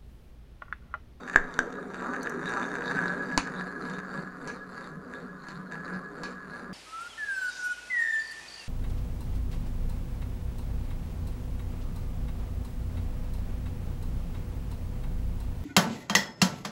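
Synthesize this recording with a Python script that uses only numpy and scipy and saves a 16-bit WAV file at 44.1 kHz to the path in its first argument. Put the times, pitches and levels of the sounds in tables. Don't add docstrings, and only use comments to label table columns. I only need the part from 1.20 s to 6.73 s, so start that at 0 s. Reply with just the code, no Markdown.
import sys
import numpy as np
from scipy import signal
from scipy.fft import rfft, irfft
from scipy.io import wavfile
from scipy.ndimage import uniform_filter1d

SR = 44100
rng = np.random.default_rng(int(sys.argv[2]) if len(sys.argv) > 2 else 0)


def generate_wav(signal):
    frames = np.transpose(np.atleast_2d(signal))
    scaled = np.clip(frames, -1, 1) * 32767
    pcm = np.round(scaled).astype(np.int16)
    wavfile.write(sys.argv[1], SR, pcm)


N = 243873
T = np.arange(N) / SR

# time_s, effort_db
EFFORT = [(0.0, -1), (0.3, 6), (0.66, 2.5), (0.9, 8.5), (1.18, 7), (1.29, 12), (1.52, 10.5), (1.78, 16),
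          (2.03, 9.5), (2.5, 7), (2.85, 7), (3.15, 4), (3.8, 0.5), (4.33, 3), (4.49, 7.5), (4.55, 13),
          (4.75, 3), (5.53, 4.5)]
def rolling(angle):
    effort, slow = curve(EFFORT), lull(angle)
    swell, gritty, heavy = swooping(angle)
    hops = hopping()
    grain = bumps(per_s=6000, spread_db=4)
    coarse = ridges(bumps(per_s=3000, spread_db=3), angle, lag_s=.008, swing=.13, share=.5)
    fine = ridges(grain + undb(-3) * hops, angle, lag_s=.0045, swing=.14, share=.55)
    roar_db = -50.5 + .91 * effort + swell + hand_push()
    hollow_db = -56.5 + .94 * effort + .51 * swell - 13 * slow + hand_push()
    chatter_db = -56 + 1.555 * effort + swell
    scour_db = -64.5 + .8 * effort + swell + gritty / 2 - 9 * slow
    grit_db = -70.5 + 1.24 * effort + delayed(1.05 * swell + gritty, lag_s=.0026)
    lows = rumble(coarse, heavy) + rocking(effort)
    mids = roar(fine) * undb(roar_db) + hollow(fine) * undb(hollow_db)
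    wall = chatter(grain, hops) * undb(chatter_db) + scour(fine) * undb(scour_db)
    grit = (taps(hops) + whirr(grain, hops)) * undb(grit_db)
    return lows + mids + wall + grit + singing() + groans() + skids(hops) + rattles(hops) + skips()


# time_s, swell_db, grit_db, rumble_db
SWOOPS = [(0.088, 4, 4, -10.5), (0.419, 0, 2, -15.5), (0.829, -1, 5.5, 2.5), (1.071, 2, 0, 0.5),
          (1.392, -2.5, 5.5, 1), (1.649, -3, 2, 1), (1.9, -1.5, 0.5, -1), (2.133, -1.5, 3.5, -2),
          (2.397, 2, 1, -3.5), (2.685, 2.5, 3, 3.5), (2.962, 2.5, 2, 4.5), (3.284, 2.5, 5, 6),
          (3.604, 3.5, 5, 0.5), (3.966, 1.5, 3.5, 2), (4.296, 1, 4.5, -7), (4.56, -8.5, 1, -4.5),
          (4.727, 3.5, 0, 0), (5.052, 2, 4, 5.5), (5.365, 0, 5, -0.5)]
def swooping(angle):
    nearest = np.clip(np.round(angle / np.pi).astype(int), 0, len(SWOOPS) - 1)
    shape = np.abs(np.cos(angle)) ** .8
    swell, gritty, heavy = np.array(SWOOPS)[nearest, 1:].T * shape
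    slow = lull(angle)
    return swell - 1.8 * slow, gritty - 4 * slow, heavy - 3 * slow


def swoop_angle():
    times = np.array(SWOOPS)[:, 0]
    times = np.r_[2 * times[0] - times[1], times, 2 * times[-1] - times[-2]]
    return np.pi * np.interp(T, times, np.arange(len(times)) - 1)


def lull(angle):
    coasting = np.interp(T, [2.2, 2.6], [0, 1])
    return coasting * np.sin(angle) ** 2


# peak_s, half_length_s, boost_db
PUSHES = [(0.585, 0.017, 6.5), (0.874, 0.08, 9.5), (1.385, 0.055, 10), (1.79, 0.04, -1.5)]
def hand_push():
    return swells(PUSHES)


def bumps(per_s, spread_db):
    size_db = spread_db * np.clip(rng.standard_normal(N), -2, 2)
    hits = rng.random(N) < per_s / SR
    return unit(hits * undb(size_db) * rng.choice([-1, 1], N))


def hopping(per_s=125, spread_db=3.5, evenness=25, count=2000):
    landing_s = np.cumsum(rng.gamma(evenness, 1 / (evenness * per_s), count))
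    force = undb(spread_db * np.clip(rng.standard_normal(count), -2, 2))
    return unit(np.bincount((landing_s * SR).astype(int), force, N)[:N])


def ridges(force, angle, lag_s, swing, share):
    gap_s = lag_s * (1 + swing * np.cos(2 * angle))
    return unit(force + share * delayed(force, gap_s))


# freq_hz, level_db
ROAR_EQ = [(70, -32), (150, -28.5), (280, 9.5), (450, -8.5), (640, -14.5), (850, -18), (1020, 6.5),
           (1250, 7.5), (1500, 7.5), (1750, -6), (1950, -13.5), (2400, -24), (3100, -53.5), (6000, -64.5)]
def roar(force):
    return steady(through(force, colour(ROAR_EQ)), window_s=.08)


# freq_hz, level_db
HOLLOW_EQ = [(300, -37.5), (560, -1), (700, -6.5), (850, -3.5), (1020, 8), (1200, -15.5), (1500, -19.5)]
def hollow(force):
    return steady(through(force, colour(HOLLOW_EQ)), window_s=.08)


# pitch_hz, t60_s, level_db
WALL_PAIR = [(1672, .13, 0), (1538, .11, -7)]
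def chatter(grain, hops):
    pair = steady(through(grain, ring(WALL_PAIR)), window_s=.1)
    hop_db = np.interp(T, [1.8, 2.6], [-2, -3.5])
    return undb(-5) * pair + undb(hop_db) * unit(through(hops, soft_blow()))


def soft_blow(pitch_ratio=1, contact_hz=2300, mode_hz=1630, t60_s=.018):
    return edge(ring([(mode_hz * pitch_ratio, t60_s, 0)]), contact_hz, "low", order=4)


# peak_s, half_length_s, level_db, lower_mode_db
SINGS = [(0.59, 0.025, -46, -6), (1.07, 0.025, -43, -8), (1.28, 0.03, -42, -8), (1.4, 0.035, -41, -4),
         (1.69, 0.035, -38, -10), (1.778, 0.022, -31.5, -1), (1.83, 0.04, -31.5, -6),
         (1.905, 0.035, -34, -3), (2.026, 0.036, -35, -15), (2.135, 0.034, -35, -15),
         (2.274, 0.03, -41, -10), (2.415, 0.04, -41, -12), (2.5, 0.02, -46, -6), (2.575, 0.035, -41.5, -7),
         (2.689, 0.03, -46, -14), (2.79, 0.045, -45, -8), (2.98, 0.042, -41, -12),
         (3.079, 0.025, -46.5, -14), (3.293, 0.025, -41, -15), (3.43, 0.03, -44, -15),
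         (3.589, 0.034, -44.5, -15), (3.726, 0.028, -51, -12), (3.962, 0.028, -43.5, -15),
         (4.105, 0.035, -47, -15), (4.28, 0.035, -51, -12), (4.56, 0.05, -45, -10), (4.68, 0.025, -44, -5),
         (4.748, 0.032, -39.5, -5), (4.855, 0.04, -45.5, -12), (5.053, 0.027, -40, -15),
         (5.19, 0.032, -45.5, -15), (5.349, 0.032, -44.5, -15), (5.486, 0.028, -50.5, -15)]
def singing(wander_rad=.6, rise_hz=13):
    upper, lower = (2 * np.pi * hz * T + wander_rad * walk(45) for hz, _, _ in WALL_PAIR)
    out = np.zeros(N)
    for peak_s, half_s, db, lower_db in SINGS:
        near = np.abs(T - peak_s) < 3 * half_s
        glide = np.pi * rise_hz * (T[near] - peak_s) ** 2 / half_s
        tone = np.sin(upper[near] + glide) + undb(lower_db) * np.sin(lower[near] + glide)
        out[near] += undb(db) * hump(peak_s, half_s)[near] * np.sqrt(2) * tone
    return out


# freq_hz, level_db
RUMBLE_EQ = [(60, -53), (130, -51.5), (205, -2.5), (245, 6.5), (280, 0), (335, -2.5), (410, -4),
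             (480, -2.5), (590, -3.5), (660, -10.5), (745, -7), (1000, -58.5)]
# pitch_hz, t60_s, level_db
BODY_MODES = [(244, .05, -4), (280, .05, -4), (413, .08, -1), (470, .12, 0), (595, .1, -6), (738, .08, -7)]
# time_s, level_db
RUMBLE_FADER = [(0.0, -36), (0.3, -42.5), (0.43, -23.5), (0.72, -47.5), (0.84, -42), (1.15, -41),
                (1.5, -41.5), (2.05, -40), (2.5, -42.5), (2.85, -48), (3.15, -51), (3.8, -47.5),
                (4.2, -48.5), (4.6, -43), (5.2, -52), (5.53, -44.5)]
def rumble(force, swoop_db):
    broad = unit(through(force, colour(RUMBLE_EQ)))
    woody = unit(through(force, ring(BODY_MODES)))
    radiated = edge(broad + undb(-8) * woody, 170, "high", order=4)
    return steady(radiated, window_s=.12) * undb(curve(RUMBLE_FADER) + swoop_db)


# freq_hz, level_db
BOOM_EQ = [(60, -38), (120, -35), (148, -7), (166, -2), (183, 3), (200, -10), (260, -30)]
# peak_s, half_length_s, boost_db
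BOOMS = [(0.68, 0.041, 7), (1.23, 0.07, 8), (1.82, 0.17, 10), (2.14, 0.06, 11), (2.36, 0.1, 9),
         (2.72, 0.08, 12), (3.0, 0.055, 13), (3.27, 0.05, 9), (3.77, 0.047, 11), (4.07, 0.06, 8.5),
         (4.38, 0.044, 11), (4.58, 0.052, 6.5), (4.76, 0.055, 14.5), (5.03, 0.044, 7), (5.52, 0.044, 9)]
def rocking(effort):
    boom = through(bumps(per_s=3000, spread_db=3), colour(BOOM_EQ))
    return steady(boom, window_s=.1) * undb(-52.5 + .36 * effort + swells(BOOMS))


# freq_hz, level_db
SCOUR_EQ = [(1200, -22.5), (1900, 8.5), (2350, 1.5), (2650, -8.5), (2950, -15.5), (3700, -19)]
def scour(force):
    return unit(through(force, colour(SCOUR_EQ)))


# freq_hz, level_db
TAP_EQ = [(900, -4), (1650, 16), (1950, -3.5), (2400, 5), (2750, 3.5), (3150, -4.5), (6000, -24.5)]
def taps(hops):
    return unit(through(hops, colour(TAP_EQ)))


# pitch_hz, t60_s, held_db, standing_free_db
UPPER_MODES = [(3733, 0.02, 3.5, 0.5), (4240, 0.0089, -1.5, 5), (4644, 0.014, -2.5, 4),
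               (5840, 0.025, -5.5, -12), (6260, 0.017, -1, -9), (6750, 0.011, -1, -3),
               (6970, 0.01, -12.5, -8), (7510, 0.018, -2, -3), (8970, 0.0067, -6, -7.5),
               (10090, 0.017, -16, -4)]
# freq_hz, level_db
GRIT_EQ = [(1000, -20), (2300, -4), (3100, -7), (4400, -1), (5300, -9), (6800, -2), (8300, -10),
           (9900, -11), (11000, -19), (15600, -29), (16200, -58)]
def whirr(grain, hops):
    free = np.clip((T - 1.7) / .63, 0, 1)
    force = grain + undb(2) * hops
    modes = 0
    for hz, t60_s, held_db, free_db in UPPER_MODES:
        flare_db = 2.5 * walk(11) + 2.5 * walk(90)
        mode = through(force * undb(flare_db), ring([(hz, t60_s, 0)]))
        mode *= undb(held_db + (free_db - held_db) * free)
        modes += delayed(mode, lag_s=.0006 * walk(12))
    grit = unit(through(grain + undb(-3) * hops, colour(GRIT_EQ)))
    return unit(unit(modes) + undb(-8) * grit)


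def upper_ring():
    struck = edge(ring([mode[:3] for mode in UPPER_MODES]), 10000, "low", order=4)
    return struck / np.linalg.norm(struck)


# peak_s, half_length_s, middle_pitch_hz, level_db
GROANS = [(0.56, 0.081, 450, -46), (1.16, 0.065, 368.7, -39), (1.6, 0.044, 325.4, -43.5),
          (2.07, 0.11, 324.5, -48), (2.6, 0.053, 304.4, -45), (4.02, 0.05, 460, -50)]
def groans(octaves_per_s=-4.5, width_hz=29):
    out = np.zeros(N)
    for peak_s, half_s, hz, db in GROANS:
        pitch_hz = hz * 2 ** (octaves_per_s * np.clip(T - peak_s, -2 * half_s, 2 * half_s))
        phase = 2 * np.pi * np.cumsum(pitch_hz) / SR
        band = walk(2 * width_hz) * np.cos(phase) + walk(2 * width_hz) * np.sin(phase)
        out += undb(db) * hump(peak_s, half_s) * steady(band, window_s=.05)
    return out


# peak_s, half_length_s, centre_hz, width_hz, level_db
SKIDS = [(0.805, 0.035, 7600, 250, -64), (0.937, 0.037, 6450, 600, -60), (1.025, 0.013, 4380, 450, -49),
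         (1.273, 0.02, 3760, 220, -44.5), (1.346, 0.03, 6560, 500, -66), (1.433, 0.017, 3650, 200, -50),
         (1.679, 0.031, 3750, 260, -46), (1.68, 0.043, 4500, 398, -52), (1.88, 0.01, 4200, 700, -46),
         (2.379, 0.038, 3790, 300, -53), (3.643, 0.023, 3760, 250, -63), (3.955, 0.013, 3640, 400, -58),
         (4.22, 0.032, 4200, 400, -64), (4.656, 0.0096, 4360, 800, -54), (4.75, 0.022, 4470, 700, -57),
         (5.104, 0.014, 4400, 400, -75), (5.315, 0.025, 4200, 400, -61)]
def skids(hops, scratch_s=.0027):
    scratches = rng.standard_normal(N) * through(hops, np.exp(-T[:2000] / scratch_s))
    out = np.zeros(N)
    for peak_s, half_s, hz, width_hz, db in SKIDS:
        band = signal.butter(2, [hz - width_hz / 2, hz + width_hz / 2], "band", fs=SR, output="sos")
        rasp = steady(signal.sosfilt(band, scratches), window_s=.03)
        out += undb(db) * hump(peak_s, half_s) * rasp
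    return out


# peak_s, half_length_s, level_db
RATTLES = [(0.748, 0.011, -41), (0.815, 0.016, -42), (1.345, 0.086, -41), (1.558, 0.0071, -37.5),
           (1.635, 0.0092, -51), (1.777, 0.012, -55), (2.093, 0.016, -55), (2.79, 0.011, -44.5),
           (4.75, 0.015, -46), (5.35, 0.095, -59)]
def rattles(hops):
    hit = soft_blow() + undb(-6) * colour(TAP_EQ) + undb(-14.5) * upper_ring()
    envelope = sum(undb(db) * hump(peak_s, half_s) for peak_s, half_s, db in RATTLES)
    return unit(through(hops, hit)) * envelope


# start_s, level_db, upper_modes_db
SKIPS = [(0.0773, -12, -20), (0.085, -15, -15), (0.0978, -8.5, -17), (0.121, -22, -27), (0.132, -16, -14),
         (0.1376, -12, -20), (0.1442, -8, -31), (0.8027, -15, -29), (0.81, -30, -21), (0.8416, -18, -32),
         (0.9355, -13.5, -16), (0.946, -14, -24), (0.9637, -12.5, -16.5), (1.0536, -22, -23),
         (1.06, -14, -29), (1.0715, -4.5, -26), (1.258, -10, -18), (1.271, -16, -12), (1.292, -15, -11),
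         (1.43, -9, -20), (1.622, -8.5, -34), (1.7132, -11, -18), (1.7572, -15, -16), (1.771, -10, -40),
         (1.782, -10, -32), (2.115, -12, -23), (2.2737, -12.5, -15.5), (2.41, -10, -28), (3.937, -16, -17),
         (4.515, -18, -19), (4.522, -15.5, -13), (4.5341, -19, -15), (4.5435, -22, -14), (4.555, -17, -31),
         (4.6803, -18, -16)]
def skips():
    out = np.zeros(N)
    body = soft_blow(pitch_ratio=1.06) + undb(-7) * colour(TAP_EQ)
    upper = upper_ring()
    for start_s, db, upper_db in SKIPS:
        add(out, start_s, undb(db) * (body + undb(upper_db) * upper))
    return out


# start_s, level_db, pitch_ratio, treble_db, thud_db, sway_db, ping_hz, ping_db
DROPS = [(0.1596, 15.5, 1.025, -27, -21, -13, 7480, -27), (0.3904, 7.5, .97, -19.5, -14, -20, 5850, -23)]
def drops():
    out = np.zeros(N)
    for start_s, db, pitch_ratio, treble_db, thud_db, sway_db, ping_hz, ping_db in DROPS:
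        blow = soft_blow(pitch_ratio, contact_hz=2150)
        wall = blow + undb(-26) * colour(ROAR_EQ) + undb(-24) * ring(WALL_PAIR)
        crack = upper_ring() + undb(-2) * burst(CRACK_EQ, t60_s=.011)
        treble = undb(treble_db) * edge(crack, 13000, "low")
        ping = ring([(ping_hz, .012, ping_db)])
        thud = undb(thud_db) * burst(RUMBLE_EQ, t60_s=.14)
        sway = undb(sway_db) * ring([(15.5, .31, 0), (59, .15, -10)])
        add(out, start_s, undb(db) * (wall + treble + ping + thud + sway))
    return out


# pitch_hz, t60_s, level_db
FOOT_MODES = [(290, 0.044, 0.5), (984, 0.017, 3), (740, 0.038, -11), (1600, 0.032, -0.5),
              (1880, 0.014, -26), (2220, 0.06, -12.5), (2940, 0.063, -16), (3990, 0.04, -15),
              (4470, 0.01, -4.5), (5080, 0.0097, -14), (6000, 0.012, -14), (6950, 0.031, -31),
              (6900, 0.11, -12), (9800, 0.011, -31)]
# freq_hz, level_db
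DESK_TAIL_EQ = [(200, -18), (1000, 24.5), (2500, 19), (4400, -4), (7500, -4), (9000, 5), (15000, -65)]
# start_s, level_db, room_send_db
CLACKS = [(2.1767, 0, -13), (3.2752, -21, 0), (4.2863, -27, -5), (5.035, -20, 0)]
def clacks(contact_hz=13500):
    direct, send = np.zeros(N), np.zeros(N)
    for start_s, db, send_db in CLACKS:
        crack = undb(-5) * burst(CRACK_EQ, t60_s=.0031)
        tail = undb(1) * burst(DESK_TAIL_EQ, t60_s=.11)
        sway = ring([(20.3, .074, -7), (74, .135, -10)])
        clack = undb(db) * edge(ring(FOOT_MODES) + crack + tail + sway, contact_hz, "low")
        add(direct, start_s, clack)
        add(send, start_s, undb(send_db) * edge(clack, 1800, "high"))
    return direct, send


# freq_hz, level_db
CRACK_EQ = [(500, -3), (1700, 3), (2400, 5), (3100, -2), (4400, 2), (5500, -2), (7000, -1), (9000, -9),
            (12000, -20), (16500, -37)]
# start_s, level_db, low_cut_hz, high_cut_hz, room_send_db
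TICKS = [(0.3407, -19, 3140, 7500, -12), (0.5266, -24, 2000, 6500, -25), (2.6988, -21, 1610, 6000, -20),
         (2.7356, -23, 1500, 6500, -2.5)]
def ticks():
    direct, send = np.zeros(N), np.zeros(N)
    for start_s, db, low_hz, high_hz, send_db in TICKS:
        crack = undb(-9.5) * burst(CRACK_EQ, t60_s=.012)
        contact = crack + undb(-4.5) * upper_ring() + undb(3) * soft_blow()
        tick = undb(db) * edge(edge(contact, low_hz, "high", order=4), high_hz, "low")
        add(direct, start_s, tick)
        add(send, start_s, undb(send_db) * tick)
    return direct, send


# pitch_hz, t60_s, level_db
STEEL_MODES = [(6099, .026, 0), (6788, .03, -5), (7913, .025, -12), (9082, .022, -15), (11300, .012, -15),
               (12500, .008, -18)]
# freq_hz, level_db
STEEL_CRACK_EQ = [(2000, -25), (5500, -7), (7000, 0), (11000, -5), (13500, -13), (16000, -30)]
# start_s, level_db
CLINKS = [(1.031, -23), (1.0962, -24.5)]
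def clinks():
    out = np.zeros(N)
    for start_s, db in CLINKS:
        crack = undb(-7) * burst(STEEL_CRACK_EQ, t60_s=.009)
        add(out, start_s, undb(db) * (ring(STEEL_MODES) + crack))
    return out


def room(send, low_t60_s=.34, high_t60_s=.22, split_hz=2500, onset_s=.003, size=20000):
    t, noise = T[:size], rng.standard_normal(size)
    low = edge(noise, split_hz, "low", order=1)
    tail = low * decay(t, low_t60_s) + (noise - low) * decay(t, high_t60_s)
    tail = edge(tail * (1 - np.exp(-t / onset_s)), 7400, "low")
    return through(send, tail / np.linalg.norm(tail))


# freq_hz, level_db
AIR_EQ = [(20, 0), (45, -2), (75, 1), (120, -9), (400, -15), (1500, -25), (4000, -32), (9000, -37),
          (15600, -42), (16200, -70)]
def air():
    return undb(-59.5) * unit(through(rng.standard_normal(N), colour(AIR_EQ)))


def undb(db):
    return 10 ** (np.asarray(db) / 20)


def unit(x):
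    return x / np.sqrt(np.mean(x ** 2))


def steady(x, window_s):
    return x / np.sqrt(uniform_filter1d(x ** 2, int(window_s * SR)) + 1e-12)


def through(x, response):
    return signal.fftconvolve(x, response)[:len(x)]


def add(out, start_s, x):
    i = int(start_s * SR)
    out[i:i + len(x)] += x[:N - i]


def delayed(x, lag_s):
    return np.interp(T - lag_s, T, x, left=0)


def edge(x, hz, kind, order=2):
    return signal.sosfilt(signal.butter(order, hz, kind, fs=SR, output="sos"), x)


def colour(eq, size=8192):
    hz, db = np.transpose(eq)
    bins_hz = np.maximum(np.arange(size // 2 + 1) * SR / size, 1)
    skirt_db = -30 * np.log2(np.clip(bins_hz / hz[-1], 1, 4))
    gain = undb(np.interp(np.log(bins_hz), np.log(hz), db) + skirt_db)
    cepstrum = irfft(np.log(gain))
    cepstrum[1:size // 2] *= 2
    cepstrum[size // 2 + 1:] = 0
    response = irfft(np.exp(rfft(cepstrum)))
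    return response / np.linalg.norm(response)


def decay(t, t60_s):
    return np.exp(-np.log(1000) * t / t60_s)


def ring(modes, size=8192):
    t = T[:size]
    sines = [np.sin(2 * np.pi * hz * t) * decay(t, t60_s) for hz, t60_s, _ in modes]
    return sum(undb(db) * sine / np.linalg.norm(sine) for (_, _, db), sine in zip(modes, sines))


def burst(eq, t60_s, size=8192):
    puff = through(rng.standard_normal(size) * decay(T[:size], t60_s), colour(eq))
    return puff / np.linalg.norm(puff)


def walk(per_s):
    hold = int(SR / per_s)
    steps = rng.standard_normal(1000)[np.arange(N) // hold]
    return unit(uniform_filter1d(steps, hold))


def curve(points):
    return np.interp(T, *np.transpose(points))


def hump(peak_s, half_s):
    return np.exp(-((T - peak_s) / half_s) ** 2)


def swells(events):
    return sum(db * hump(peak_s, half_s) for peak_s, half_s, db in events)


def scene():
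    angle = swoop_angle()
    roll = rolling(angle) + clinks()
    drop = drops()
    clack, clack_send = clacks()
    tick, tick_send = ticks()
    reflection = undb(-14) * edge(delayed(drop, lag_s=.0122), 4500, "low", order=1)
    roll_send = delayed(roll, lag_s=.0004 * np.cos(angle))
    reverb = room(undb(-15) * roll_send + undb(-16.5) * drop + clack_send + tick_send)
    return (roll + drop + clack + tick + reflection + reverb + air())[None]


def record(dry, cut_hz=16700):
    return signal.sosfilt(signal.ellip(10, .2, 70, cut_hz, fs=SR, output="sos"), dry)


dry = scene()
out = record(dry)
generate_wav(out)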